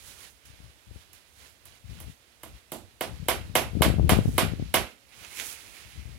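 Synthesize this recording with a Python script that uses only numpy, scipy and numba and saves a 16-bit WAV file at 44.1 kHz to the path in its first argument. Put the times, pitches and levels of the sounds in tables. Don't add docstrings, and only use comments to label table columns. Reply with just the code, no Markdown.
import sys
import numpy as np
from scipy import signal
from scipy.fft import rfft, irfft
from scipy.io import wavfile
from scipy.ndimage import uniform_filter1d
from numba import njit

SR = 44100
rng = np.random.default_rng(int(sys.argv[2]) if len(sys.argv) > 2 else 0)


def magnitude_from_level(level_db):
    exponent = np.asarray(level_db, float) / 20
    return 10 ** exponent


def output_pcm(signal):
    pcm = np.clip(np.atleast_2d(signal).T, -1, 1) * 32767
    wavfile.write(sys.argv[1], SR, np.round(pcm).astype(np.int16))


N = 272538
TIME = np.arange(N) / SR

# pitch_hz, density_db (per Hz)
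QUIET = [(71, -4), (120, -9), (289, -4.5), (436, -9.5), (473, -5), (1260, -13), (2200, -17.5),
         (3240, -22.5), (11300, -17), (16000, -24)]
QUIET_DB = -62.5
# pitch_hz, density_db (per Hz)
LEAVES = [(100, -6.5), (300, -6), (900, -7.5), (1500, -8), (2300, -7.5), (3400, -7.5), (4800, -5.5),
          (6600, -5.5), (8200, -9), (10800, -5.5), (14000, -13.5), (16000, -11)]
# start_s, length_s, level_db, treble_over_level_db
RUSTLES = [(0, .28, -52, -4.5), (.08, 0.042, -49, -3), (.2, 0.053, -48, -6.5), (.72, .5, -58.5, -15),
           (1.5, .3, -59.5, -17), (0.495, 0.21, -55, -13.5), (0.964, 0.057, -54.5, -11),
           (1.415, 0.05, -51.5, -7), (2.556, 0.025, -54, -13), (1.74, 0.026, -54.5, -12),
           (1.901, 0.21, -52.5, -11), (3.13, 1.78, -53, -13), (4.164, 0.26, -51, -5.5)]
RUSTLE_RISE_DB_S, RUSTLE_FALL_DB_S, STILL_DB, STILL_TREBLE_DB = 113, 160, -67.5, -77
SHIVER_DB, SHIVER_TREBLE_DB = -55, -56.5
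SHIVER_FALL_DB_S, SHIVER_TREBLE_FALL_DB_S = 45, 170
# pitch_hz, left_minus_right_db
HISS_BALANCE = [(60, 18), (110, 16), (200, 0.5), (380, -4.5), (700, -5), (1290, -7.5), (2380, -12),
                (4400, -11.5), (8120, -15.5), (15000, -9.5)]

# start_s, length_s, level_db
LEFT_GUSTS = [(0, 0.076, -52), (.22, 0.066, -59), (0.486, 0.047, -49.5), (0.602, 0.072, -48.5),
              (0.88, 0.089, -48), (1.108, 0.034, -57.5), (1.383, 0.095, -57.5), (1.655, 0.083, -51.5),
              (1.856, 0.24, -42.5), (2.483, 0.064, -47), (2.757, 0.18, -56.5), (3.094, 0.43, -37.5),
              (3.568, 0.091, -34.5), (3.765, .17, -26.5), (3.952, 0.25, -24), (4.252, 0.1, -28.5),
              (4.43, 0.11, -29.5), (4.593, 0.046, -30), (4.708, 0.11, -41), (5.175, 0.11, -55.5),
              (5.38, 0.36, -57), (5.868, 0.0098, -46), (5.971, 0.26, -41)]
RIGHT_GUSTS = [(0, .33, -57), (.45, 0.32, -62), (.87, .28, -61), (1.4, .3, -63), (1.85, .28, -57),
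               (2.48, 0.054, -53.5), (2.78, 0.057, -50), (3.15, 0.27, -53), (3.45, 0.017, -46),
               (3.58, 0.081, -40), (3.861, .26, -38), (4.2, 0.16, -36.5), (4.36, 0.12, -39.5),
               (4.6, 0.012, -36.5), (4.78, 0.041, -37), (5.2, .98, -59), (5.45, 0.26, -57)]
GUST_RISE_DB_S, GUST_FALL_DB_S, CALM_DB = 282, 253, -65
# centre_s, level_db, pitch_hz, crest_db
LEFT_EDDIES = [(.503, -44, 78.6, -19), (0.604, -39, 100, -19), (0.96, -33.5, 76, -24.5),
               (1.846, -37, 111, -35), (1.895, -28.5, 84, -48), (2.083, -36, 132, -22),
               (2.55, -40, 86, -44), (3.2, -24.5, 113, -64), (3.231, -22, 110, -81),
               (3.753, -16.5, 115, -25.5), (3.771, -14.5, 179.3, -29.5), (3.866, -17, 191.5, -13),
               (3.882, -11.5, 211, -25.5), (3.902, -15, 87, -15), (3.941, -31.5, 161, -4.5),
               (3.985, -20.5, 133, -12.5), (3.997, -21.5, 132, -5), (4.133, -15.5, 153, -11.5),
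               (4.122, -18.5, 158.6, -7.5), (4.17, -13.5, 93, -19.5), (4.189, -17.5, 183, -6),
               (4.257, -16, 147, -18), (4.291, -21.5, 167, -17), (4.433, -12.5, 153, -32),
               (4.451, -19.5, 155, -26), (4.522, -18, 104, -27), (4.536, -21, 160, -21),
               (4.598, -22, 138, -18.5), (4.625, -17, 135, -27), (6.056, -25.5, 76, -34)]
RIGHT_EDDIES = [
    (3.447, -35, 76.6, -38),
    (4.008, -23, 112, -42),
    (4.061, -20, 86, -42),
    (4.212, -21, 84, -40),
    (4.28, -10, 105, -37),
    (4.604, -31, 98, -35),
]
SHED_PER_S, SHED_OVER_GUST_DB, SHED_SCATTER_DB, SHED_HZ, SHED_CREST_DB = 45, 1.5, 5, 93, -30

# start_s, tick_db (steel), knock_db (wood), thud_db (hollow)
BLOWS = [(0.4535, -65, -82, -83), (1.131, -46, -71, -82), (1.654, -43, -60.5, -68),
         (2.0008, -36, -52.5, -52.5), (2.432, -36, -47, -46), (2.718, -29, -41.5, -35.5),
         (3.008, -27.5, -30.5, -29.5), (3.283, -18.5, -23, -24), (3.552, -17, -21, -21.5),
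         (3.8187, -17.5, -20.5, -21.5), (4.092, -18.5, -21, -21), (4.3791, -18, -20.5, -22),
         (4.7396, -17, -20, -22)]
# pitch_hz, level_db, t60_s
STEEL = [(8600, -3, .003), (10700, -1, .004), (12600, 1, .003), (14800, 1, .002)]
POST = [(1000, 0, .012), (1300, -1, .008), (1550, -1, .01), (2150, 0, .008), (3020, -2, .016),
        (3800, -7, .005)]
HOLLOW = [(283.7, -4, 0.045), (485, -4.5, 0.026), (673, 2.5, 0.023)]
PLANK = [(165, -1.2, 0.053), (332, -0.72, 0.063)]
PLANK_TOP_DB = -36.5
# pitch_hz, level_db
STEEL_TAIL = [(4000, -30), (6500, -13), (8600, -11), (10700, -2), (13000, -5), (15300, -9), (16000, -40)]
POST_TAIL = [(500, -25), (950, 0), (1500, -2), (1750, -6), (2200, -1), (3100, -4), (4200, -9), (6000, -14),
             (9000, -30)]
HOLLOW_TAIL = [(120, -23.5), (200, -1.5), (300, -3), (470, -1.5), (700, 1.5), (950, -2.5), (1600, -28.5)]
PLANK_TAIL = [(90, -21), (170, 3), (330, 3), (520, -18)]
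# delay_s, left_db, right_db
TICK_ECHOES = [(0, 6, 0), (.0024, -3, -1), (.0145, -18, -10), (.0195, -16, -10), (.0485, -17, -12)]
# delay_s, left_db, right_db
KNOCK_ECHOES = [(0, 6, 0), (.0024, -5, -4), (.0052, -8, -4), (.008, -8, -3), (.0275, -8, -5),
                (.031, -10, -8), (.041, -12, -12)]
# pitch_hz, t60_s
YARD = [(250, 0.34), (500, 0.29), (1000, 0.25), (2000, 0.33), (4000, 0.25), (8000, 0.25), (14000, 0.17)]
LEAD = 132
# pitch_hz, left_minus_right_db
BLOW_BALANCE = [(60, 15), (110, -19), (200, -13), (380, -2.5), (700, -5), (1290, -8), (2380, -4),
                (4400, -8.5), (8120, -18.5), (15000, -7)]

# start_s, level_db, treble_over_level_db
SCUFF = [
    (5.07, -60, -12),
    (5.15, -52, -9),
    (5.255, -45, -9.5),
    (5.3, -48.5, -3.5),
    (5.36, -43.5, -3.5),
    (5.399, -36.5, -5.5),
    (5.46, -42, -0.5),
    (5.58, -48, -4),
    (6.18, -54.5, -12),
]
SOLE_HZ, SOLE_WIDTH_HZ, SOLE_DB = 2340, 780, -0.5
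# start_s, level_db
GRIT = [
    (5.236, -38),
    (5.2485, -33),
    (5.3724, -30),
    (5.3837, -30),
    (5.3905, -24.5),
    (5.3992, -20),
    (5.4034, -25),
    (5.4103, -25),
    (5.4134, -29),
    (5.4894, -33),
]
# pitch_hz, level_db, t60_s
STONE = [(2270, 3, 0.0054), (3370, -1, 0.0047), (6600, 1, 0.003), (11300, 0.5, 0.0031)]


def unit(x):
    return x / np.sqrt(np.mean(x ** 2))


def colour(x, table, share=1):
    hz, db = np.transpose(table)
    grid = np.fft.rfftfreq(2048, 1 / SR) + 1
    log_gain = share * np.interp(np.log(grid), np.log(hz), db) * np.log(10) / 20
    cepstrum = irfft(log_gain)
    cepstrum[1:1024] *= 2
    cepstrum[1025:] = 0
    response = irfft(np.exp(rfft(cepstrum)))
    return signal.oaconvolve(x, response)[:len(x)]


def band(x, lo_hz, hi_hz):
    edges = [lo_hz, min(hi_hz, .45 * SR)]
    return signal.sosfilt(signal.butter(2, edges, "band", fs=SR, output="sos"), x)


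def pair(size, join_hz=800, lag=0):
    noise = rng.standard_normal((3, size))
    low = signal.butter(1, join_hz, "low", fs=SR, output="sos")
    high = signal.butter(1, join_hz, "high", fs=SR, output="sos")
    shared = [noise[0], np.roll(noise[0], lag)]
    return signal.sosfilt(low, shared) + signal.sosfilt(high, noise[1:])


def walk(rate):
    k = int(SR / rate)
    held = np.repeat(rng.standard_normal(N // k + 1), k)
    return unit(uniform_filter1d(uniform_filter1d(held, k), k)[:N])


def add(track, s, sound):
    i = max(int(s * SR), 0)
    track[i:i + len(sound)] += sound[:len(track) - i]


def ring(modes, chance, scatter_db, detune, push_s=.0001):
    t = TIME[:4096, None]
    hz, db, t60 = np.transpose(modes)
    count = len(hz)
    size = magnitude_from_level(db + scatter_db * chance[0, :count]) * (-1) ** np.arange(count)
    fade = 1000. ** (-t / t60) * (1 - np.exp(-t / push_s))
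    swing = np.sin(2 * np.pi * hz * (1 + detune * chance[1, :count]) * t)
    return (size * swing * fade).sum(axis=1)


def swells(start_s, length_s, db, rise_db_s, fall_db_s, still_db):
    t = TIME[::64, None]
    rise_db = rise_db_s * np.maximum(start_s - t, 0)
    fall_db = fall_db_s * np.maximum(t - start_s - length_s, 0)
    shape = db - rise_db - fall_db
    return np.interp(TIME, t[:, 0], np.maximum(shape.max(axis=1), still_db))


def ports(pair_of, balance):
    return np.array([colour(pair_of[0], balance, share=.5), colour(pair_of[1], balance, share=-.5)])


def hush():
    noise = pair(N, join_hz=890, lag=17.6)
    return magnitude_from_level(QUIET_DB) * unit(np.array([colour(v, QUIET) for v in noise]))


def stirring():
    s, length_s, db, treble_db = np.transpose(RUSTLES)
    blow_s = np.transpose(BLOWS)[0]
    scuff_s, scuff_db, scuff_treble_db = np.transpose(SCUFF)
    middle = [swells(s, length_s, db, RUSTLE_RISE_DB_S, RUSTLE_FALL_DB_S, STILL_DB),
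              swells(blow_s, 0.017, SHIVER_DB, 3000, SHIVER_FALL_DB_S, STILL_DB),
              np.interp(TIME, scuff_s, scuff_db)]
    treble = [swells(s, length_s, db + treble_db, RUSTLE_RISE_DB_S, RUSTLE_FALL_DB_S, STILL_TREBLE_DB),
              swells(blow_s, 0.0042, SHIVER_TREBLE_DB, 3600, SHIVER_TREBLE_FALL_DB_S, STILL_TREBLE_DB),
              np.interp(TIME, scuff_s, scuff_db + scuff_treble_db, left=STILL_TREBLE_DB)]
    return np.max(middle, axis=0), np.max(treble, axis=0)


def leaves():
    middle_db, treble_db = stirring()
    hiss = 0
    for lo_hz, hi_hz, db in [(100, 1220, middle_db - 3.0), (1220, 4050, middle_db),
                             (6000, 25000, treble_db + 0.5)]:
        grain = unit(magnitude_from_level(np.minimum(3.2 * rng.exponential(size=N), 15)))
        flicker_db = walk(27)
        hiss = hiss + magnitude_from_level(db + flicker_db) * band(grain * pair(N, join_hz=900, lag=14.3), lo_hz, hi_hz)
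    return magnitude_from_level(13.5) * np.array([colour(v, LEAVES) for v in hiss])


@njit
def lowpass(x, hz):
    y, b, l = np.empty(len(x)), 0., 0.
    for i in range(len(x)):
        g = np.tan(np.pi * hz[i] / SR)
        v = (b + g * (x[i] - l)) / (1 + g * (g + 1.4))
        y[i] = l + g * v
        b, l = 2 * v - b, 2 * y[i] - l
    return y


def eddy(db, hz, crest_db):
    t = TIME[:4096] - TIME[2048]
    swing = np.cos(2 * np.pi * hz * t) * np.exp(-(t * hz / 0.36) ** 2)
    crest = magnitude_from_level(crest_db + 20) * (1 - (t / 0.0033) ** 2) / (1 + (t / 0.00088) ** 2) ** 2
    churn = magnitude_from_level(crest_db + 12.0) * band(rng.standard_normal(4096), 153, 470) * np.exp(-(t / 0.0085) ** 2)
    push = 1 if crest_db > -25.5 else -1
    return push * magnitude_from_level(db + 5.5) * (swing + crest + churn)


def rumble(gust_db):
    flutter = magnitude_from_level(3 * np.clip(walk(40), -3, 1))
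    corner_hz = np.clip(75 * magnitude_from_level(0.16 * (gust_db + 49)), 40, 400)
    noise = lowpass(rng.standard_normal(N), corner_hz) / np.sqrt(corner_hz)
    return magnitude_from_level(gust_db + 7.0) * flutter * unit(lowpass(noise, 4.1 * corner_hz))


def wind():
    out = np.zeros((2, N))
    centre_s = TIME[2048]
    for track, gusts, eddies in zip(out, (LEFT_GUSTS, RIGHT_GUSTS), (LEFT_EDDIES, RIGHT_EDDIES)):
        gust_db = swells(*np.transpose(gusts), GUST_RISE_DB_S, GUST_FALL_DB_S, CALM_DB)
        track += rumble(gust_db)
        for s, db, hz, crest_db in eddies:
            add(track, s - centre_s, eddy(db, hz, crest_db))
        chance = rng.standard_normal((400, 4))
        shed_s = np.cumsum(magnitude_from_level(4 * chance[:, 0]) / SHED_PER_S)
        for s, (_, size, pitch, sharp) in zip(shed_s, chance):
            db = np.interp(s, TIME, gust_db)
            if .05 < s < N / SR and db > -56:
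                hz = SHED_HZ * magnitude_from_level(0.2 * (db + 32) + 1.5 * pitch)
                shed_db = db + SHED_OVER_GUST_DB + SHED_SCATTER_DB * size
                add(track, s - centre_s, eddy(shed_db, hz, SHED_CREST_DB + 6 * sharp))
    return out


def hammer():
    _, tick_db, knock_db, thud_db = np.transpose(BLOWS)
    boom_db = np.minimum(thud_db, PLANK_TOP_DB)
    tails = yard(), yard(), yard()
    tick = struck(tick_db + 3, .0012, STEEL, TICK_ECHOES, tails, STEEL_TAIL,
                  tail_db=-3, swell_s=.004, light_tilt=.3)
    knock = struck(knock_db + 7.5, .0022, POST, KNOCK_ECHOES, tails, POST_TAIL, tail_db=4, swell_s=.012)
    thud = struck(thud_db + 5, .002, HOLLOW, KNOCK_ECHOES, tails, HOLLOW_TAIL, tail_db=11, swell_s=.024)
    boom = struck(boom_db, .002, PLANK, KNOCK_ECHOES, tails, PLANK_TAIL, tail_db=16.5, swell_s=0.058)
    return tick + knock + thud + boom


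def struck(levels_db, late_s, modes, echoes, tails, tail_colour, tail_db, swell_s, light_tilt=0):
    rings, impacts = np.zeros(N), np.zeros((3, N))
    for (s, *_), db in zip(BLOWS, levels_db):
        chance = rng.standard_normal((3, 8))
        lightness_db = min(levels_db.max() - db, 14)
        tilt_db = light_tilt * lightness_db * 2
        tilted = [(hz, g + tilt_db * np.log2(hz / modes[1][0]), t60) for hz, g, t60 in modes]
        add(rings, s + late_s, magnitude_from_level(db) * ring(tilted, chance, 1.8, .012, push_s=swell_s / 40))
        soft_db = -(.15 + light_tilt) * lightness_db
        angle = 3 * chance[2, 0]
        shares = np.array([.7, .7 * np.cos(angle), .7 * np.sin(angle)])
        impacts[:, int((s + late_s) * SR) - LEAD] = magnitude_from_level(db + soft_db + tail_db) * shares
    swell = 1 - .5 * np.exp(-(TIME[:SR // 2] / swell_s) ** 2)
    out = np.zeros((2, N))
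    for impact, tail in zip(impacts, tails):
        coloured = [colour(v * swell, tail_colour) for v in tail]
        out += signal.oaconvolve(impact[None], coloured, axes=1)[:, :N]
    dulled = signal.sosfilt(signal.butter(6, 14000, fs=SR, output="sos"), rings)
    for s, left_db, right_db in echoes:
        source = rings if s < .01 else dulled
        out += magnitude_from_level(np.array([[left_db], [right_db]])) * np.roll(source, int(s * SR))
    return out


def yard():
    t = TIME[:SR // 2] - LEAD / SR
    limit = signal.ellip(8, .2, 50, 15900, fs=SR, output="sos")
    noise = signal.sosfilt(limit, pair(len(t), join_hz=700))
    swell = np.exp(np.minimum(t, 0) / .0015)
    out = 0
    for k, (hz, t60) in enumerate(YARD):
        octave = (-1) ** k * band(noise, hz / 1.284, hz * 1.603)
        out = out + octave * swell * 1000. ** (-t / t60)
    return out


def sole():
    scuff_s, scuff_db, _ = np.transpose(SCUFF)
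    crumbs = unit(magnitude_from_level(np.minimum(4.5 * rng.exponential(size=N), 24))) * rng.standard_normal(N)
    song = band(crumbs, SOLE_HZ - SOLE_WIDTH_HZ / 2, SOLE_HZ + SOLE_WIDTH_HZ / 2)
    level_db = np.interp(TIME, scuff_s, scuff_db, left=-90) + SOLE_DB + 2.4 * walk(50)
    return magnitude_from_level(13.5) * colour(magnitude_from_level(level_db) * song, LEAVES)


def grit():
    out = np.zeros(N)
    for s, db in GRIT:
        add(out, s, magnitude_from_level(db - 3.5) * ring(STONE, rng.standard_normal((2, 4)), 2.5, 0.054))
    return out


def scene():
    limit = signal.ellip(8, .2, 50, 15800, fs=SR, output="sos")
    soft = signal.sosfilt(limit, hush() + leaves() + sole() + grit())
    return ports(soft, HISS_BALANCE) + wind() + ports(hammer(), BLOW_BALANCE)


def roll_off(x):
    return signal.sosfilt(signal.butter(12, 16960, fs=SR, output="sos"), x)


def record(dry):
    cut = signal.sosfilt(signal.cheby1(3, 1.5, 58, "high", fs=SR, output="sos"), dry)
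    rounded = np.tanh(0.71 * cut) / 1.025
    top = signal.ellip(8, .2, 70, 16700, fs=SR, output="sos")
    return roll_off(signal.sosfilt(top, rounded))


dry = scene()
out = record(dry)
output_pcm(out)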